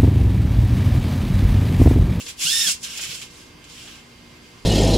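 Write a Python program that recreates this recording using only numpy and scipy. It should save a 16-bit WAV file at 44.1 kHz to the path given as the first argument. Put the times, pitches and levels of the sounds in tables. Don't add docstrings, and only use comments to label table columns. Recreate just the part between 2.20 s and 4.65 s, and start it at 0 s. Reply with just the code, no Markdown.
import sys
import numpy as np
from scipy import signal
from scipy.fft import rfft, irfft, next_fast_len
from scipy.io import wavfile
from scipy.ndimage import uniform_filter1d

SR = 44100
rng = np.random.default_rng(int(sys.argv[2]) if len(sys.argv) > 2 else 0)


def gain_from_decibels(decibels):
    exponent = np.asarray(decibels, float) / 20
    return 10 ** exponent


def log_audio(samples):
    frames = np.atleast_2d(samples).T
    limited = np.clip(frames, -1, 1)
    pcm = np.round(limited * 32767).astype(np.int16)
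    wavfile.write(sys.argv[1], SR, pcm)


N = 108045

# frequency in Hz, likeness (1 = the same).
NEAR_LIKENESS = [(800, 0.79), (3000, 0.93), (7000, 0.16), (12000, 0.0)]
TILT_TOP_HZ = 9100


def rms_one(x):
    return x / np.sqrt(np.mean(np.abs(x) ** 2) + 1e-20)


def in_time(rows):
    s, *columns = np.transpose(rows)
    return [np.interp(np.arange(N) / SR, s, c) for c in columns]


def at_hz(points, hz):
    table_hz, values = np.array(points)[:, 0], np.array(points)[:, 1]
    return np.interp(np.log(hz), np.log(table_hz), values)


def drift(rate_hz):
    r = np.exp(-32 * np.pi * rate_hz / SR)
    noise = rng.standard_normal(N // 16 + 602)
    slow = signal.lfilter([1], [1, -2 * r, r * r], noise)[600:]
    return np.interp(np.arange(N) / 16, np.arange(len(slow)), rms_one(slow))


def spread(mid, side, hz, likeness):
    # frequency in Hz, left minus right in dB.
    balance = [(60, 0), (240, 0), (950, -3), (3770, -2.5), (15000, 1.5)]
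    alike = np.clip(at_hz(likeness, hz), -1, 1)
    lean = gain_from_decibels(at_hz(balance, hz) / 2)
    both = np.sqrt(1 + alike) * mid + np.sqrt(1 - alike) * side * [[1], [-1]]
    return both / np.sqrt(2) * [[lean], [1 / lean]]


def banded(drive, spectrum, likeness, patchy_db, tilt_db=0, run_in=0):
    low_hz, high_hz = spectrum[0][0], min(spectrum[-1][0], 17000)
    edges = low_hz * 2 ** np.arange(0, np.log2(high_hz / low_hz) + .1, 1 / 3)
    out = 0
    for k, (low, high) in enumerate(zip(edges, edges[1:])):
        band = signal.butter(2, [low, high], "band", fs=SR, output="sos")
        source = np.tile(drive[k % 2], 2)[:, N - run_in:]
        mid, side = signal.sosfilt(band, source)[:, run_in:]
        hz = np.sqrt(low * high)
        level_db = patchy_db * drift(10.6) + tilt_db * np.log2(min(hz, TILT_TOP_HZ) / 4500)
        out = out + gain_from_decibels(level_db) * spread(mid, side, hz, likeness)
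    size = next_fast_len(N)
    colour = gain_from_decibels(at_hz(spectrum, np.arange(1, size // 2 + 2) * SR / size))
    return rms_one(irfft(rfft(out, size) * colour, size)[:, :N])


def whistle(hz, wobble_hz, steady):
    steady = np.clip(steady, 0, 1)
    wander = drift(wobble_hz) + 1j * drift(wobble_hz)
    waver = np.sqrt(steady) + np.sqrt((1 - steady) / 2) * wander
    turns = np.cumsum(hz * np.ones(N)) / SR + rng.random()
    return np.sqrt(2) * np.real(waver * np.exp(2j * np.pi * turns))


def rattle():
    # time in seconds, level in dB, brightness in dB per octave.
    moves = [
        [(0.0, -31.5, 1), (0.042, -40.5, 3), (0.086, -35, 4), (0.102, -34.5, 2), (0.152, -52, -1),
         (0.16, -51, -7)],
        [(0.17, -45.5, 5), (0.212, -22.5, 4), (0.244, -21, 6.5), (0.47, -21, 5), (0.482, -16, 3.5),
         (0.516, -21.5, 7), (.55, -36, 4.5), (0.59, -62, -1)],
        [(0.6, -52, 9), (0.644, -28.5, 1.5), (0.684, -34, -1.5), (0.848, -28, 0.5), (0.878, -34.5, 3),
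         (0.912, -30, -0.2), (1.038, -41.5, 2), (1.09, -52, -3)],
        [(1.1, -48.5, 1), (1.204, -45, 0), (1.26, -50, -0.5), (1.384, -61, -13), (1.502, -43.5, 1.2),
         (1.62, -40.5, -2), (1.72, -42, -3.5), (1.795, -47.5, -3.5), (1.83, -54.5, -3.5), (2.4, -53, -5.5),
         (2.45, -56, 5)],
    ]
    # time in seconds, rise in dB, length in seconds,
    # brightness in dB per octave.
    jerks = [(0.065, 8, 0.011, -7), (0.086, 5.5, .01, -2.5), (0.099, 2.5, 0.0058, -1), (0.632, 7, 0.011, 1),
             (0.776, 5, 0.0046, 9), (0.791, -0.5, 0.013, -8.5), (0.812, 0.5, 0.019, 8.5),
             (0.83, 3.5, 0.015, -5), (0.858, 0, 0.0083, -8), (0.918, 0, 0.015, -4.5),
             (0.947, 6.5, 0.011, 3), (1.016, 8.5, 0.037, -3.5), (1.443, 15.5, 0.0032, 6),
             (1.675, 0.5, 0.018, -4.5)]
    # frequency in Hz, level in dB per Hz.
    rattle_colour = [(530, -27), (1510, -14.5), (2150, -9.5), (2500, -1.5), (4010, -2.5), (6800, -3.5),
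                     (11500, -16), (13500, -26), (16000, -23)]
    # frequency in Hz, width in Hz, level in dB.
    housing = [(1604, 25, -4.5), (2547, 54, -2.5), (2785, 49, 0), (3090, 90, 3), (3530, 40, -0.5),
               (4390, 93, -8), (5410, 210, -1.5), (6930, 300, -5.5), (7820, 65, -8), (9160, 56, -6),
               (9930, 150, -14.5)]
    jerk_attack_s, teeth_per_s, tooth_spread_db = 0.0031, 9000, 2.2
    housing_widen, housing_flicker_db, housing_db = 3.2, 2.2, -1.5

    effort_db, tilt_db = in_time(np.concatenate(moves))
    t = np.arange(N) / SR
    for s, rise_db, length, bright_db in jerks:
        jerk = np.clip((t - s) / jerk_attack_s + 1, 0, 1) * np.exp(-np.maximum(t - s, 0) / length)
        effort_db = effort_db + rise_db * jerk
        tilt_db = tilt_db + bright_db * jerk

    shape = (2, 2, N)
    teeth = (rng.random(shape) < teeth_per_s / SR) * rng.standard_normal(shape)
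    teeth = teeth * gain_from_decibels(tooth_spread_db * np.minimum(rng.exponential(1, shape), 4))

    body = 0
    for k, (hz, width, db) in enumerate(housing):
        r = np.exp(-np.pi * width * housing_widen / SR)
        ring = [1, -2 * r * np.cos(2 * np.pi * hz / SR), r * r]
        hits = teeth[k % 2, :, ::-1]
        mid, side = signal.lfilter([1, 0, -1], ring, hits) * (1 - r * r) / 2
        level_db = db + housing_flicker_db * drift(42) + tilt_db * np.log2(hz / 4500)
        body = body + gain_from_decibels(level_db) * spread(mid, side, hz, NEAR_LIKENESS)

    in_air = banded(teeth, rattle_colour, NEAR_LIKENESS, patchy_db=1.5, tilt_db=tilt_db)
    mix = in_air + gain_from_decibels(housing_db) * rms_one(body)
    return gain_from_decibels(effort_db + 0.11 - 2.5) * rms_one(mix)


def background():
    # frequency in Hz, level in dB per Hz.
    air_colour = [(290, -15), (500, -6.5), (843, -6), (1060, -3), (1340, -7.5), (2160, -7.5), (4210, -12.5),
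                  (4730, -12), (16000, -29)]
    rumble_colour = [(22, 1), (35, -3), (50, 1.5), (70, 2), (110, 2), (200, -2.5), (400, -6.5), (560, -24)]
    # frequency in Hz, left-right likeness (1 = the same).
    room_likeness = [(40, 1), (150, 0.92), (300, 0.49), (600, 0.51), (1500, 0.22), (3000, 0.3),
                     (6000, 0.52), (12000, 0.15)]
    # frequency in Hz, level in dB.
    hum_tones = [(120, -65), (178, -62.5), (239, -58), (300, -61.5), (360, -64.5), (479, -65)]
    # frequency in Hz, level in dB, wobble in Hz.
    whine_tones = [(1055, -69, 20), (1583, -68, 15), (2110, -60, 4), (3165, -70, 10), (4576, -67.5, 20),
                   (4748, -64.5, 45), (4926, -71, 40)]
    air_db, rumble_db, hiss_db = -52, -52, -70

    white = rng.standard_normal((2, 2, N))
    air = gain_from_decibels(air_db) * banded(white, air_colour, room_likeness, patchy_db=1.24)
    rumble = banded(white[::-1], rumble_colour, room_likeness, patchy_db=2.2, run_in=SR // 4)
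    air = air + gain_from_decibels(rumble_db) * rumble
    hum = sum(gain_from_decibels(db) * whistle(hz, 4.0, 0.75) for hz, db in hum_tones)
    whine = 0
    for hz, db, wobble_hz in whine_tones:
        mid, side = whistle(hz, wobble_hz, 1.0), whistle(hz, wobble_hz, 0.18)
        whine = whine + gain_from_decibels(db) * spread(mid, side, hz, room_likeness)
    return air + hum + whine + gain_from_decibels(hiss_db) * rng.standard_normal((2, N))


def mesh():
    # time in seconds, teeth meeting per second in Hz, tone level in dB.
    stroke = [(.205, 985, -37), (.245, 1180, -34), (.272, 1460, -29), (.306, 1715, -29), (.335, 1805, -30),
              (.41, 1850, -29), (.455, 1780, -32), (.485, 1550, -31), (.515, 1230, -33)]
    # multiple of the tooth rate, level in dB, wobble in Hz, left motor over right in dB.
    harmonics = [(1, -3, 25, 18), (2, .5, 100, 8), (3, -4.5, 120, -8), (4, -4.5, 140, 8), (5, -6, 200, 0),
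                 (6, -8, 250, 6), (7, -9, 250, 0)]
    # frequency in Hz, level in dB.
    mesh_colour = [(1100, -20), (1800, -5), (2400, -12), (2900, 2), (4400, -3), (5300, 2), (6200, -2),
                   (11000, -10)]
    motor_gap, motor_pan_db, mesh_lean_db = .008, 5.0, -8
    right_top_hz = 1780
    pinion_teeth, runout = 12.0, .35

    hz, db = in_time(stroke)
    hz = uniform_filter1d(hz, size=700)
    t = np.arange(N) / SR
    gate = np.clip((t - stroke[0][0]) / 0.019, 0, 1) * np.clip((stroke[-1][0] - t) / 0.017, 0, 1)
    out = 0
    for sign in (1, -1):
        if sign > 0:
            own_hz = hz * (1 + motor_gap / 2)
        else:
            own_hz = uniform_filter1d(np.minimum(hz, right_top_hz), size=700)
        gear_turns = np.cumsum(own_hz) / SR / pinion_teeth + rng.random()
        throb = 1 + runout * np.sin(2 * np.pi * gear_turns)
        tone = 0
        for k, order_db, wobble_hz, left_db in harmonics:
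            level_db = order_db + sign * left_db / 2 - abs(left_db) / 4 + at_hz(mesh_colour, k * own_hz)
            tone = tone + gain_from_decibels(level_db) * whistle(round(k) * own_hz, wobble_hz, .62)
        pan = gain_from_decibels((sign * motor_pan_db + mesh_lean_db) * np.array([[.5], [-.5]]))
        out = out + throb * tone * pan
    return out * gate * gain_from_decibels(db - 1)


def knocks():
    # time in seconds, level in dB, frequency in Hz, time to fall by 60 dB in seconds.
    blows = [(0.247, -31, 159, 0.098), (0.358, -46.5, 71.7, 0.58), (0.46, -38.5, 181.6, 0.25),
             (0.891, -27, 160, 0.039), (.93, -42, 424, 0.069)]
    out, t = np.zeros(N), np.arange(N) / SR
    for s, db, hz, t60 in blows:
        age = np.maximum(t - s, 0)
        onset = np.clip(age * hz / 0.78, 0, 1)
        out += gain_from_decibels(db - 60 * age / t60) * np.sin(2 * np.pi * hz * age) * onset
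    return out


def claps():
    # time in seconds, level in dB, time to fall by 60 dB in seconds.
    bounces = [
        (0.473, -33, 0.042),
        (0.484, -35, 0.051),
        (0.494, -45, 0.05),
    ]
    # frequency in Hz, level in dB per Hz.
    clap_colour = [(150, 0), (300, -1), (480, -1), (700, -8), (1000, -4), (1500, 0), (3000, -4),
                   (12000, -24)]
    t = np.arange(N) / SR
    shape = sum((t > s) * gain_from_decibels(db - 60 * np.maximum(t - s, 0) / t60) for s, db, t60 in bounces)
    return shape * banded(rng.standard_normal((2, 2, N)), clap_colour, NEAR_LIKENESS, patchy_db=4.0)


def ports(x):
    echo_db, span_s, low_hz = -8, .014, 1800
    bright = signal.sosfilt(signal.butter(1, low_hz, "high", fs=SR, output="sos"), x)
    out = x.copy()
    for k, (share, sign) in enumerate(zip(rng.uniform(.1, 1, 10), rng.choice([-1, 1], 10))):
        lag = int(share * span_s * SR) + 1
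        out[k % 2, lag:] += sign * gain_from_decibels(echo_db) * bright[k % 2, :-lag]
    return out


def room(x):
    room_t60_s, wall_cut_hz = 0.33, 9600
    out, size = np.zeros((2, N)), next_fast_len(N + SR)
    w, spec = np.linspace(0, np.pi, size // 2 + 1), rfft(x, size)
    dull = 1 / np.sqrt(1 + (w * SR / (2 * np.pi * wall_cut_hz)) ** 2)
    for k, lag in enumerate(rng.uniform(.011, .033, 16) * SR):
        loss = gain_from_decibels(-60 * lag / SR / room_t60_s) * dull ** (lag / SR * 20)
        loop = loss * np.exp(-1j * w * lag)
        echoes = irfft(spec[k % 2] * loop / (1 - loop), size)[:N]
        out[k % 2] += echoes * (-1) ** (k // 2)
    return out


def scene():
    near = ports(rattle() + claps() + knocks())
    direct = near + mesh()
    return direct + gain_from_decibels(-21.5) * room(direct) + background()


def band_limit(x):
    return signal.sosfilt(signal.butter(12, 15810, fs=SR, output="sos"), x)


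def record(dry):
    notch_hz, width_hz, top_hz = 15160, 130, 15900
    edges = [notch_hz - width_hz / 2, notch_hz + width_hz / 2]
    notched = signal.sosfilt(signal.butter(2, edges, "bandstop", fs=SR, output="sos"), dry)
    mix = signal.sosfilt(signal.cheby2(12, 60, top_hz + 900, fs=SR, output="sos"), notched)
    return band_limit(mix)


dry = scene()
out = record(dry)
log_audio(out)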